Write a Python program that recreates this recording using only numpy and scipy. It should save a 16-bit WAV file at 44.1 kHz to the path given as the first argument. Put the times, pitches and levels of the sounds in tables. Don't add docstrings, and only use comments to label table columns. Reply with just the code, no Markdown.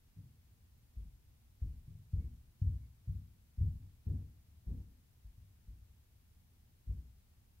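import sys
import numpy as np
from scipy import signal
from scipy.fft import rfft, irfft
from scipy.io import wavfile
from scipy.ndimage import uniform_filter1d

SR = 44100
rng = np.random.default_rng(int(sys.argv[2]) if len(sys.argv) > 2 else 0)


def int16_out(signal):
    q = np.round(np.clip(np.atleast_2d(signal).T, -1, 1) * 32767)
    wavfile.write(sys.argv[1], SR, q.astype(np.int16))


N = 335160


def from_db(db):
    return 10 ** (np.asarray(db) / 20)


def unit_rms(x):
    return x / np.sqrt(np.mean(x ** 2) + 1e-30)


def at_hz(table, hz):
    table_hz, values = np.array(table).T
    return np.interp(np.log(hz), np.log(table_hz), values)


def mode(force, hz, t60):
    radius, angle = from_db(-60 / (t60 * SR)), 2 * np.pi * hz / SR
    return signal.lfilter([0, np.sin(angle)], [1, -2 * radius * np.cos(angle), radius ** 2], force + 1e-18)


def stereo_spectra(correlation, hz):
    mid, side = rfft(rng.standard_normal((2, N)))
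    alike = np.clip(at_hz(correlation, hz), -1, 1)
    return np.sqrt(1 + alike) * mid + np.sqrt(1 - alike) * side * [[1], [-1]]


# f/Hz, relative level/dB
ROOM_SPECTRUM = [(20, -3), (32, 3), (45, -1.5), (65, 6), (110, 1), (150, -8.5), (220, -13.5), (330, -21.5),
                 (560, -27), (800, -26.5), (1200, -29.5), (3000, -30), (8500, -33), (12500, -30)]
# f/Hz, left-right correlation
ROOM_CORRELATION = [(30, 0.99), (130, 0.9), (260, 0.65), (500, 0.16), (1000, 0.05), (3000, -0.1),
                    (15000, -0.033)]
# f/Hz, level/dB
MOTOR_LINES = [(75.4, -77.5), (231, -89.5), (466, -101)]

def still_room(noise_db=-63.5, leak_hz=14):
    hz, t = np.maximum(np.fft.rfftfreq(N, 1 / SR), 1), np.arange(N) / SR
    colour = from_db(at_hz(ROOM_SPECTRUM, hz)) * hz ** 2 / (hz ** 2 + leak_hz ** 2)
    noise = unit_rms(irfft(stereo_spectra(ROOM_CORRELATION, hz) * colour, N))
    hum = sum(from_db(db) * unit_rms(np.sin(2 * np.pi * (line_hz * t + rng.random())))
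              for line_hz, db in MOTOR_LINES)
    return from_db(noise_db) * noise + hum


# t/s, level/dB
CREAKS = [(2.228, -82), (2.84, -89)]

def joint_creaks(hz=2205, t60=0.07, sigma_s=0.026):
    t = np.arange(N) / SR
    envelope = sum(from_db(db) * np.exp(-0.5 * ((t - at_s) / sigma_s) ** 2) for at_s, db in CREAKS)
    return envelope * unit_rms(mode(rng.standard_normal((2, N)), hz, t60))


def add(track, at_s, sound):
    start = max(round(at_s * SR), 0)
    track[start:start + len(sound)] += sound[:N - start]


def swell(age, rise_s, t60, direct, attack_s=0.0066):
    reflected = (1 - direct) * np.clip(age / rise_s, 0, 1)
    decay = from_db(-60 * np.maximum(age - rise_s, 0) / t60)
    return np.clip(age / attack_s, 0, 1) * (direct + reflected) * decay


FIRM_STEP_DB = -28.5
# t/s, boom level/dB, board f/Hz under the heel,
# sole delay/s, sole level/dB re heel, board f/Hz under the sole, relative knock level/dB,
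# knock tilt/(dB per octave)
STEPS = [(0.167, -44, 115, 0.0186, -1.5, 150, -58, -3), (0.967, -37, 54.4, 0.056, -6.5, 46.6, -60, 1.5),
         (1.617, -29.5, 66.7, 0.035, -7, 42.6, -54, -1.5), (1.877, -42.5, 135, 0.025, 1.5, 108, -59, -1),
         (2.132, -26.5, 90, 0.035, -2.5, 61.6, -48, -1), (2.616, -23.5, 110, 0.0525, -2, 71.3, -50.5, -3),
         (3.073, -30, 92, 0.017, 4.5, 85, -51.5, -8), (3.579, -23, 54.4, 0.03, 7.5, 83.4, -46.5, -4),
         (3.814, -43.5, 87.5, 0.033, -18, 77, -67, 0), (4.066, -29.5, 94, 0.027, 2.5, 86, -43, 0.5),
         (4.479, -52, 76, 0.028, -2.5, 73.7, -76, 4), (4.668, -33, 49.7, 0.039, -3, 77, -45, 0),
         (5.246, -46, 50, 0.06, -16, 62, -76, -1), (5.374, -51, 98, 0.025, 0.5, 83.6, -70.5, -6),
         (5.677, -42.5, 50.9, 0.051, -10, 70.8, -65.5, 1.5),
         (6.87, -29.5, 49.5, 0.023, 2, 67.7, -52.5, 0.5)]
# f/Hz, relative level/dB
WALL_SPECTRUM = [(90, -5.5), (122, 5), (165, 1), (200, -7.5), (255, -13), (330, -16), (420, -24),
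                 (520, -26.5), (620, -38.5), (800, -37.5), (1050, -52.5), (1400, -53.5)]
# f/Hz, width/Hz, gain/dB
WALL_PANELS = [(202, 4.9, 7.5), (232.9, 9, 10), (270.4, 8, 10.5), (324, 8.7, 5.5), (462.3, 11.2, 12),
               (528, 8.8, 0), (900, 50, 6.5)]
# f/Hz, T60/s
WALL_DECAY = [(120, 0.47), (250, 0.65), (500, 0.49), (900, 0.89)]
# f/Hz, left-right correlation
WALL_CORRELATION = [(130, 0.91), (260, 0.92), (500, 0.29), (1200, 0.13)]

def wall_knocks(gain_db=-22, lead_s=0.0087, firm_rise_s=0.054, heel_share=0.3, pivot_hz=230):
    out, age = np.zeros((2, N)), np.arange(SR) / SR
    hz = np.maximum(np.fft.rfftfreq(N, 1 / SR), 1)
    panels_db = sum(db / (1 + (2 * (hz - centre) / width) ** 2) for centre, width, db in WALL_PANELS)
    colour = from_db(at_hz(WALL_SPECTRUM, hz) + panels_db)
    field = stereo_spectra(WALL_CORRELATION, hz) * colour * np.sqrt(SR) / 2
    for band_hz in 100 * 2 ** (np.arange(9) / 2):
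        envelope, t60 = np.zeros(N), at_hz(WALL_DECAY, band_hz)
        for at_s, boom_db, _, _, sole_db, _, knock_db, tilt in STEPS:
            rise_s = firm_rise_s * 2 ** ((boom_db - FIRM_STEP_DB) / 25.5)
            direct = heel_share / (1 + from_db(sole_db) ** 2)
            gain = from_db(knock_db + tilt * np.log2(band_hz / pivot_hz))
            add(envelope, at_s - lead_s, gain * swell(age, rise_s, t60, direct))
        half_octave = np.maximum(1 - 2 * np.abs(np.log2(hz / band_hz)), 0)
        out += envelope * irfft(field * half_octave, N)
    return from_db(gain_db) * out


def contact_force(age, hardness_hz=200):
    scaled_age = np.maximum(age, 0) * 2 * np.pi * hardness_hz
    return scaled_age * np.exp(-scaled_age)


def board(force, hz, q):
    return signal.lfilter(*signal.iirpeak(hz, max(q, 0.5), fs=SR), force)


# f/Hz, relative level/dB, T60/s
FLOOR_MODES = [(31.43, -6, 1), (52.3, -2.5, 0.22), (62, -2.5, 0.61), (75.27, -2.5, 0.47), (92.1, -7, 0.32),
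               (95.9, 1, 0.38), (116.4, -14, 0.78), (131.6, -8, 0.35), (142.2, -6.5, 0.45),
               (158.05, -9.5, 0.77), (197.4, -18, 0.47), (237, -19, 0.39), (272, -18, 0.48)]

def floor_booms(firm_q=2.58, toe_lag_s=0.085, toe_db=-12.5, leak_hz=30):
    out, age = np.zeros(N), np.arange(SR) / SR
    leak = signal.butter(2, leak_hz, "high", fs=SR, output="sos")
    for at_s, boom_db, heel_hz, sole_delay_s, sole_db, sole_hz, *_ in STEPS:
        q = firm_q * 2 ** ((FIRM_STEP_DB - boom_db) / 21)
        heel = contact_force(age)
        sole = from_db(sole_db) * contact_force(age - sole_delay_s)
        toes = from_db(toe_db) * contact_force(age - sole_delay_s - toe_lag_s)
        force = board(heel, heel_hz, q) + board(sole + toes, sole_hz, q)
        ringing = sum(from_db(db) * mode(force, hz, t60) for hz, db, t60 in FLOOR_MODES)
        boom = signal.sosfilt(leak, ringing)
        add(out, at_s, -from_db(boom_db) * boom / np.abs(boom).max())
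    return out


def scene(steps_pan_db=0.74, room_pan_db=0.43):
    leftward = np.array([[1], [-1]])
    steps = floor_booms() + wall_knocks() + joint_creaks()
    return steps * from_db(steps_pan_db * leftward) + still_room() * from_db(room_pan_db * leftward)


def record(dry, depth_db=1.83, threshold_db=-46, cutoff_hz=15750):
    power = uniform_filter1d(dry.mean(axis=0) ** 2, size=2200)
    quietness = 1 / (1 + power / from_db(threshold_db) ** 2)
    low_pass = signal.ellip(12, 0.1, 70, cutoff_hz, fs=SR, output="sos")
    return signal.sosfilt(low_pass, dry * from_db(-depth_db * quietness))


dry = scene()
out = record(dry)
int16_out(out)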